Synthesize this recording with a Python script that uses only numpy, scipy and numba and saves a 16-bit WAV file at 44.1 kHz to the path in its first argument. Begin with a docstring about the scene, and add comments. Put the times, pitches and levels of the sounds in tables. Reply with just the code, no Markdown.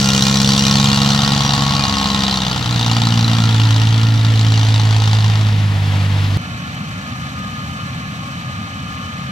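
"""A muddy rice field, on a two-port stereo microphone. First, close by, a small three-cylinder harvester
labours through the crop: every firing barks and rasps out of its open exhaust, over the rush of the
threshing gear. From about 2 s the engine sags in speed as crop and mud load it. At 6.4 s the scene
changes at once to harvesters far across the field: a low drone with wavering machine whines."""
import sys
import numpy as np
from scipy import signal
from scipy.fft import rfft, irfft, next_fast_len
from scipy.io import wavfile
from numba import njit

SR = 44100
rng = np.random.default_rng(int(sys.argv[2]) if len(sys.argv) > 2 else 0)


def dump_mix(stems):
    """Bounce the given channels to the path in sys.argv[1] as a 16-bit WAV at rate SR."""
    frames = np.atleast_2d(stems).T  # one column per channel
    limited = np.clip(frames, -1, 1)  # hard clip at full scale
    pcm = np.round(limited * 32767).astype(np.int16)
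    wavfile.write(sys.argv[1], SR, pcm)


N = 410571
TIME = np.arange(N) / SR
DIRECT = np.array([[1], [0], [0]])  # of the three paths to the microphone, the direct one only
SIDES = np.array([[.5], [-.5]])  # splits a left-right difference between the ports

# the three cylinders in firing order: bark/dB, rasp/dB
CYLINDERS = [(1.6, -2.14), (-3, -4.1), (-4.5, -4.7)]
# the close machine at the two ports: f/Hz, likeness/0-1, left lead/rad, left minus right/dB
NEAR_IMAGE = [(100, .93, .3, 0), (270, .88, .15, -.7), (500, .83, .3, 0), (900, .82, .7, .5),
              (1400, .72, 1.6, 2), (2100, .45, 1.3, 6), (2800, .6, -.8, 6.5), (4000, .74, .3, .8),
              (6000, .62, .8, -2), (8000, .5, 1.65, -1), (12000, .42, 2.15, 1.1)]
# the machines across the field at the two ports: same columns
FAR_IMAGE = [(100, .99, -.08, .3), (280, .97, -.3, .3), (650, .78, -.55, 0), (900, .5, -.9, .5),
             (1220, .92, -2.1, 5), (1700, .9, -2.4, -3), (2500, .65, -5.6, 0), (3500, .55, -7.2, -1),
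             (6000, .45, -12.8, -3), (12000, .4, -26, -2)]


def from_db(db):
    """Decibels to gain."""
    return 10 ** (np.asarray(db) / 20)


def rms_one(x):
    """Scale to unit power."""
    return x / np.sqrt(np.mean(x ** 2) + 1e-20)


def in_time(rows):
    """The columns of a curve at every sample."""
    times, *columns = np.transpose(rows)
    return [np.interp(TIME, times, column) for column in columns]


def noise():
    """White noise for the three paths."""
    return rng.standard_normal((3, N))


def drift(hz, hop=40):
    """Slow random wander of spread 1."""
    r = np.exp(-2 * np.pi * hop * hz / SR)
    slow = signal.lfilter([1], [1, -2 * r, r * r], rng.standard_normal(N // hop + 2002))[2000:]
    return np.interp(np.arange(N) / hop, np.arange(len(slow)), rms_one(slow))


def resonate(x, hz, width):
    """One resonance with gain 1 at its peak."""
    r = np.exp(-np.pi * width / SR)
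    poles = [1, -2 * r * np.cos(2 * np.pi * hz / SR), r * r]
    return signal.lfilter(np.array([1, 0, -1]) * (1 - r * r) / 2, poles, x + 1e-18)


@njit
def moving_resonance(x, hz, width):
    """A resonance with gain 1 at its peak, whose centre can move."""
    out = np.zeros_like(x)
    r = np.exp(-np.pi * width / SR)
    for i in range(2, x.shape[1]):
        feedback = 2 * r * np.cos(2 * np.pi * hz[i] / SR)
        for c in range(x.shape[0]):
            drive = (1 - r * r) / 2 * (x[c, i] - x[c, i - 2])
            out[c, i] = drive + feedback * out[c, i - 1] - r * r * out[c, i - 2]
    return out


def lift_band(x, hz, width_hz, boost):
    """Lift the band around hz, keeping the total power."""
    lifted = x + boost * moving_resonance(x, hz, float(width_hz))
    return lifted * np.std(x) / np.std(lifted)


def at_ports(paths, image, colour=None):
    """One direct and two scattered paths reach the microphone; given a colour, at unit power."""
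    size = 2 * next_fast_len(N // 2 + 4096)
    log_hz = np.log(np.arange(size // 2 + 1) * SR / size + 1)
    hz, *columns = np.transpose(image)
    alike, lead, balance_db = [np.interp(log_hz, np.log(hz), column) for column in columns]
    spectra = rfft(paths, size)
    direct = np.sqrt(alike) * np.exp(1j * lead * SIDES) * spectra[0]
    scattered = np.sqrt(1 - alike) * spectra[1:]
    mid_power = np.maximum((1 + alike * np.cos(lead)) / 2, .3)
    pair = (direct + scattered) * from_db(balance_db * SIDES) / np.sqrt(mid_power)
    if colour is None:
        return irfft(pair, size)[:, :N]
    hz, level_db = np.transpose(colour)
    cepstrum = irfft(np.log(from_db(np.interp(log_hz, np.log(hz), level_db))))
    causal_filter = np.exp(rfft(2 * cepstrum[:size // 2], size))
    out = irfft(pair * causal_filter, size)[:, :N]
    return out / np.std(out.mean(axis=0))


def far_drone():
    """Across the field, distance smears the firings into a drone, with fluttering clatter and hiss."""
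    # colours of the three layers: f/Hz, relative level/dB
    drone_colour = [(18, -54), (30, -36), (59, -13), (63, -21), (75, -5), (134, -3), (156, -2), (189, -2),
                    (268, -10), (375, -31.5), (400, -53), (520, -60), (880, -120)]
    clatter_colour = [(220, -55), (380, -27), (430, -16), (560, -9.5), (690, -13), (800, -11), (980, -15.5),
                      (1200, -13), (1540, -16.5), (1670, -12), (2010, -13.5), (2700, -13), (3700, -16),
                      (4500, -20), (5850, -60), (9900, -110)]
    hiss_colour = [(2470, 1), (4200, -7), (4960, 0), (6030, 1), (6480, -4), (6930, -2.5), (8010, -5),
                   (10400, -14.5), (13400, -13), (15100, -17), (15900, -28)]
    # their course: t/s, drone/dB, clatter/dB, hiss/dB
    levels = [(6.42, -26.5, -36.5, -45.5), (7.5, -28, -36.5, -45), (8.5, -28, -37, -46),
              (9.31, -29, -37, -46.5)]
    drone_db, clatter_db, hiss_db = in_time(levels)
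    drone = from_db(drone_db) * at_ports(noise(), FAR_IMAGE, drone_colour)
    clatter = from_db(clatter_db - .5 + drift(50)) * at_ports(noise(), FAR_IMAGE, clatter_colour)
    hiss = from_db(hiss_db + .8 + 1.1 * drift(40)) * at_ports(noise(), FAR_IMAGE, hiss_colour)
    return drone + clatter + hiss


def far_whines(flutter_db=1.5, partner_ratio=1.4, partner_db=-11):
    """A distant whine, its higher partner and fainter tones waver in the moving air."""
    # the main whine: t/s, f/Hz, level/dB
    main_whine = [(6.4, 1240, -48), (6.92, 1240, -52), (7.08, 1231, -39.5), (7.8, 1227, -39.5),
                  (8.3, 1224, -45), (9.31, 1220, -37.5)]
    # narrow bands of noise: f/Hz, nominal width/Hz, level/dB
    faint_tones = [(91, 7.2, -39), (130.1, 3.9, -37.5), (734, 2.8, -50.5), (786, 20, -53.5),
                   (1095, 11, -47), (1155, 46, -48.5), (1310, 22, -56), (1386, 11, -49), (1712, 29, -49),
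                   (2355, 38, -49), (2546, 50, -47), (3018, 55, -44), (5940, 200, -53)]
    whine_hz, whine_db = in_time(main_whine)
    phase = 2 * np.pi * np.cumsum(whine_hz + 4.52 * drift(12)) / SR
    whine_gain = np.sqrt(2) * from_db(whine_db + flutter_db * drift(4.3))
    whine = whine_gain * np.cos([phase, phase + 3 * drift(3.5), phase + 3 * drift(8.3)])
    partner_gain = np.sqrt(2) * from_db(whine_db + partner_db + flutter_db * drift(6))
    partner = partner_gain * np.cos(partner_ratio * phase + 1.7 * drift(15))
    white, tones = noise(), 0
    for hz, width, db in faint_tones:
        band = resonate(resonate(white, hz, 1.9 * width), hz, 1.9 * width)
        tones += from_db(db + drift(20)) * rms_one(band)
    return at_ports(whine + partner + tones, FAR_IMAGE)


def thresher_and_rumble(rumble_db):
    """The threshing gear rushes steadily over a low rumble of machinery."""
    # their colours: f/Hz, relative level/dB
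    rush_colour = [(220, -51), (380, -12.5), (451, 0), (579, -5), (646, -0.5), (804, -1), (1250, -3.5),
                   (1600, -6.5), (1730, -3), (2120, -5.5), (3600, -5), (5320, -13), (6940, -20.5),
                   (14200, -37.5), (15900, -61)]
    rumble_colour = [(25, -14), (50, -24), (85, -2.5), (140, 3), (220, -1.5), (305, -8.5), (375, -23),
                     (600, -43.5)]
    rush = from_db(-29.5 + .85 * drift(11)) * at_ports(noise(), NEAR_IMAGE, rush_colour)
    return rush + from_db(rumble_db) * at_ports(noise(), NEAR_IMAGE, rumble_colour)


def gear_whine(turns, multiple=16):
    """A gear locked to the crankshaft whines at a multiple of the firing rate."""
    # the whine's course: t/s, level/dB
    levels = [(0, -37), (.7, -33), (1.5, -32), (1.9, -27), (2.35, -33.5), (2.55, -45), (3.6, -43),
              (6.36, -52)]
    gear_db, = in_time(levels)
    gain = np.sqrt(2) * from_db(gear_db + 1.3 * drift(12))
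    return gain * np.cos(2 * np.pi * multiple * turns + 1.22 * drift(16.7))


def engine_lope(turns, lope_db):
    """Unequal cylinders add tones between the multiples of the firing rate."""
    # those tones: multiple of the cycle rate, relative level/dB
    tones = [(2, -15), (4, -3), (5, 0), (8, -3)]
    phase = 2 * np.pi * turns / len(CYLINDERS)
    return np.sqrt(2) * sum(from_db(lope_db + db + .91 * drift(7.7)) * np.cos(k * phase) for k, db in tones)


def exhaust_note(turns, rate, crest_turns=.072, wobble_db=-.4):
    """Low harmonics crest together just after the valve opens; each swells near a muffler resonance."""
    # the exhaust pulse: harmonic, relative level/dB
    pulse = [(1, -2.5), (2, 0), (3, -0.5), (4, -15), (5, -13.5), (6, -19)]
    # the muffler's resonances: f/Hz, half width/Hz, level/dB
    muffler = [(51.3, 8, -34), (68, 8.2, -29.5), (99.4, 5.5, -16), (109.5, 7.7, -11.5), (136, 10.8, -18.5),
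               (145.5, 3.3, -35), (171.8, 3.8, -25.5), (205.2, 13.5, -16), (228.4, 4.9, -8),
               (274.6, 13, -17), (294, 13, -21.5), (328.5, 18, -26.5)]
    # one harmonic dips briefly: t/s, half length/s, harmonic, dip/dB
    dips = [(1.99, .13, 2, -28), (2.34, .12, 2, -15), (1.745, 0.49, 3, -7.5), (3, 0.038, 3, -3),
            (1.6, .35, 5, -12), (5.43, 0.35, 5, -16)]
    note = 0
    for k, pulse_db in pulse:
        power = sum((from_db(db) / (1 + ((k * rate - hz) / width) ** 2)) ** 2 for hz, width, db in muffler)
        dip_db = sum(db * np.exp(-((TIME - t) / span) ** 2) for t, span, which, db in dips if which == k)
        gain = np.sqrt(2 * power) * from_db(pulse_db + dip_db + wobble_db * drift(12))
        note += gain * np.cos(2 * np.pi * k * (turns - crest_turns))
    return note


def pipe_boom(turns, rate, width_hz=56):
    """Harmonics 6 to 10 swell as they pass through the pipe's resonance; unit power."""
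    # the resonance rises as the gas runs hotter: firing rate/Hz, f/Hz
    resonance = [(50, 426), (55, 453), (68, 490)]
    pipe_hz = np.interp(rate, *np.transpose(resonance))
    harmonics = np.arange(6, 11)[:, None]
    gains = 1 / (1 + ((harmonics * rate - pipe_hz) / width_hz) ** 2)
    boom = np.sum(gains * np.cos(2 * np.pi * harmonics * turns), axis=0)
    return boom / np.sqrt(np.sum(gains ** 2, axis=0) / 2)


def ringing(strikes, firing, modes, spread_db, wander_db, flip_share=.3):
    """Each firing strikes each mode with its own strength; modes fade in and out as the machine rocks."""
    strike_db = spread_db * np.clip(rng.standard_normal((firing[-1] + 1, len(modes))), -2, 1.5)
    signs = np.where(rng.random(strike_db.shape) < flip_share, -1, 1) * (-1) ** np.arange(len(modes))
    strength = signs * from_db(strike_db)
    ring = 0
    for k, (hz, width, db) in enumerate(modes):
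        drive = strikes * strength[firing, k] * from_db(wander_db * drift(3.2))
        ring += from_db(db) * rms_one(resonate(drive, hz, width))
    return ring


def guard_clang(strikes, firing):
    """The firings set the sheet-metal guards ringing, loudest at the start."""
    # the guards' modes: f/Hz, width/Hz, relative level/dB
    modes = [(1145, 64, -14.5), (1325, 21, -7.5), (1394, 10.6, -5.5)]
    # the clang's course: t/s, level/dB
    levels = [(0, -28.5), (1.25, -32.5), (1.8, -39), (3.4, -32.5), (4.4, -39), (5.7, -53)]
    clang_db, = in_time(levels)
    return from_db(clang_db) * ringing(strikes, firing, modes, spread_db=1, wander_db=-1.5)


def puffs(age, rise_s, decay_s, tail, tail_s):
    """Turbulent gas: each puff opens fast and dies away, followed by a weaker scattered tail."""
    power = np.exp(-2 * age / decay_s) + tail ** 2 * np.exp(-2 * age / tail_s)
    return noise() * (1 - np.exp(-age / rise_s)) * np.sqrt(power)


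def jet_pitch(firing, spread=.13):
    """Each jet of gas sings briefly at a pitch of its own: one random ratio a firing."""
    return np.exp(spread * rng.standard_normal(firing[-1] + 1))[firing]


def exhaust_sizzle(clicks, firing, age, gain):
    """The shortest puffs hiss at the top of the range, and the stack's highest modes ring."""
    # the hiss: f/Hz, relative level/dB
    colour = [(2880, -26), (4900, -6), (5250, -3), (5820, -1), (6420, -4), (7820, -7.5), (8550, -14),
              (10800, -21), (15100, -24), (15900, -22)]
    # the stack's highest modes: f/Hz, width/Hz, relative level/dB
    modes = [(5150, 80, -22), (5710, 36, -10), (5860, 270, -17.5), (7530, 110, -26)]
    jet = gain ** 1.12 * puffs(age, rise_s=.00045, decay_s=.0014, tail=.28, tail_s=.014)
    sizzle = from_db(-2.5) * at_ports(jet, NEAR_IMAGE, colour)
    sizzle = lift_band(sizzle, 5900 * jet_pitch(firing), width_hz=260, boost=1.3)
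    return sizzle + ringing(clicks * gain, firing, modes, spread_db=4, wander_db=4)


def exhaust_rasp(clicks, firing, age, gain, rate, edge_share=.23):
    """A sharp edge and a jet of gas rasp out of the ringing stack, higher at higher engine speed."""
    # the jet: f/Hz, relative level/dB
    colour = [(880, -36.5), (1500, -1.5), (1660, -15), (1840, -2.5), (2230, -11), (2630, -8.5), (2860, 2.5),
              (3320, 0.5), (3690, 2.5), (4090, 2), (4360, 0), (4690, 2.5), (5200, -5.5), (6760, -44),
              (11400, -120)]
    # the stack's modes: f/Hz, width/Hz, relative level/dB
    modes = [(1880, 29, -24), (2440, 22, -20), (2812, 17, -17.5), (3100, 40, -43), (3400, 28, -27),
             (3660, 23, -17), (4030, 42, -14.5), (4260, 44, -18), (4540, 82, -20)]
    jet = rms_one(gain * puffs(age, rise_s=.00018, decay_s=.0028, tail=.35, tail_s=.015))
    edge = edge_share * DIRECT * rms_one(clicks * gain)
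    rasp = from_db(-2) * at_ports(jet + edge, NEAR_IMAGE, colour)
    centre_hz = 3670 + 37 * (rate - 60)
    rasp = lift_band(rasp, centre_hz * jet_pitch(firing), width_hz=240, boost=1.3)
    return rasp + ringing(clicks * gain, firing, modes, spread_db=5.5, wander_db=4)


def exhaust_bark(clicks, age, gain, step_share=1.37, centre_hz=834.0):
    """A pressure step and a puff leave the pipe; the step repeats each firing, so the bark is pitched."""
    # the bark: f/Hz, relative level/dB
    colour = [(340, -44.5), (580, -16), (715, -0.5), (829, 0), (995, -1.5), (1080, 0), (1170, -11),
              (1250, 0.5), (1620, -26.5), (2750, -120)]
    step = step_share * DIRECT * rms_one(clicks * gain)
    gas = rms_one(gain * puffs(age, rise_s=.0003, decay_s=.0068, tail=.45, tail_s=.013))
    bark = at_ports(step + gas, NEAR_IMAGE, colour)
    return lift_band(bark, np.full(N, centre_hz), width_hz=88, boost=.37)


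def firing_force(firing, uneven_db=1.0):
    """Strength of every firing in dB: a little chance, and runs of harder firings."""
    # one cylinder fires harder: t/s, cycles running, level/dB
    cracks = [(.222, 1, 1), (.564, 1, 0.5), (1.405, 1, 0.5), (2.372, 1, 1), (2.795, 1, 3.5), (2.863, 5, 2),
              (3.280, 4, 1), (3.636, 1, 3), (3.708, 3, 2.5), (4.249, 1, 5), (4.394, 1, 5), (4.687, 3, 1),
              (5.243, 1, 1)]
    force_db = uneven_db * rng.standard_normal(firing[-1] + 1)
    for t, cycles, db in cracks:
        first = firing[int((t + .005) * SR)]
        force_db[first + len(CYLINDERS) * np.arange(cycles)] = db
    return force_db


def above_rush(level_db, rush_db):
    """Gain of a blast that sinks away as it nears the level of the machine's rush."""
    return from_db(level_db) * np.sqrt(np.clip(1 - from_db(2 * (rush_db - level_db)), .1, 1))


def exhaust_blasts(turns, rate, turn_away_s=1):
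    """Every firing barks, rasps, sizzles and booms through the open pipe and shakes the guards."""
    # strength of the blasts: t/s, rasp/dB, bark/dB
    levels = [(0, -19.5, -29), (0.55, -19, -27.5), (1.0, -19, -25.5), (1.8, -21, -25), (2.3, -21.5, -27),
              (2.6, -25.5, -29), (2.85, -22.5, -27), (3.2, -24, -28.5), (3.85, -26, -31.5),
              (4.2, -30, -35.0), (4.5, -25, -31), (5.15, -25.5, -29), (5.4, -29, -31.5),
              (5.65, -37.5, -36.2), (6.36, -34.5, -34)]
    rasp_db, bark_db = in_time(levels)
    effort_db = rasp_db + 25  # against a middling blast
    # boom and sizzle follow the rasp, and fall off as the machine turns from the microphone
    facing = np.exp(-(TIME / turn_away_s) ** 2)
    boom_db = -42 + .8 * effort_db + 5.5 * facing
    sizzle_db = -33.5 + .94 * effort_db + 6.5 * facing
    firing = turns.astype(int)
    age = turns % 1 / rate  # seconds since the last firing
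    clicks = np.diff(firing, prepend=0).astype(float)
    cylinder_db = np.array(CYLINDERS)[firing % len(CYLINDERS)].T
    bark_gain, rasp_gain = from_db(cylinder_db + firing_force(firing)[firing])
    bark = from_db(-1.34) * above_rush(bark_db, rush_db=-35) * exhaust_bark(clicks, age, bark_gain)
    clang = guard_clang(clicks * bark_gain, firing)
    rasp = above_rush(rasp_db, rush_db=-37) * exhaust_rasp(clicks, firing, age, rasp_gain, rate)
    sizzle = above_rush(sizzle_db, rush_db=-42.5) * exhaust_sizzle(clicks, firing, age, rasp_gain)
    boom = from_db(boom_db + 1.3 * drift(15)) * pipe_boom(turns, rate)
    return bark + clang + rasp + sizzle + boom


def near_harvester():
    """The machine close to the microphone: one engine speed drives its exhaust and gear whine."""
    # the engine sags under crop and mud: t/s, firing rate/Hz
    speed = [(0.0, 66.61), (0.76, 68.21), (1.19, 69.58), (1.72, 69.59), (2.25, 66.67), (2.46, 63.59),
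             (2.73, 59.23), (2.88, 57.95), (3.38, 56.89), (3.74, 54.63), (3.99, 56.0), (4.81, 53.93),
             (5.14, 53.82), (5.42, 53.18), (5.82, 49.53), (6.36, 49.39)]
    # the low end: t/s, lope/dB, rumble/dB, left minus right of the note/dB
    low_end = [(0, -33, -27, 0), (1.2, -29.5, -25.5, -0.6), (2.2, -33, -27.5, 0.3), (3, -38, -25, -0.7),
               (5, -36, -29, -1.3), (6.36, -41, -26.5, -1.3)]
    rate, = in_time(speed)
    turns = np.cumsum(rate) / SR + .145  # one turn of phase a firing
    lope_db, rumble_db, pan_db = in_time(low_end)
    note = (engine_lope(turns, lope_db) + exhaust_note(turns, rate)) * from_db(pan_db * SIDES)
    return note + gear_whine(turns) + thresher_and_rumble(rumble_db) + exhaust_blasts(turns, rate)


def scene(change_s=6.372):
    """The close machine gives way abruptly to those across the field."""
    return np.where(TIME < change_s, near_harvester(), far_drone() + far_whines())


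def record(dry, ceiling=.96, cutoff_hz=15900):
    """The tallest peaks are rounded off and the top treble is cut."""
    top_cut = signal.ellip(12, .1, 80, cutoff_hz, fs=SR, output="sos")
    rounded = dry / (1 + (dry / ceiling) ** 12) ** (1 / 12)
    return signal.sosfilt(top_cut, rounded)


dry = scene()
out = record(dry)
dump_mix(out)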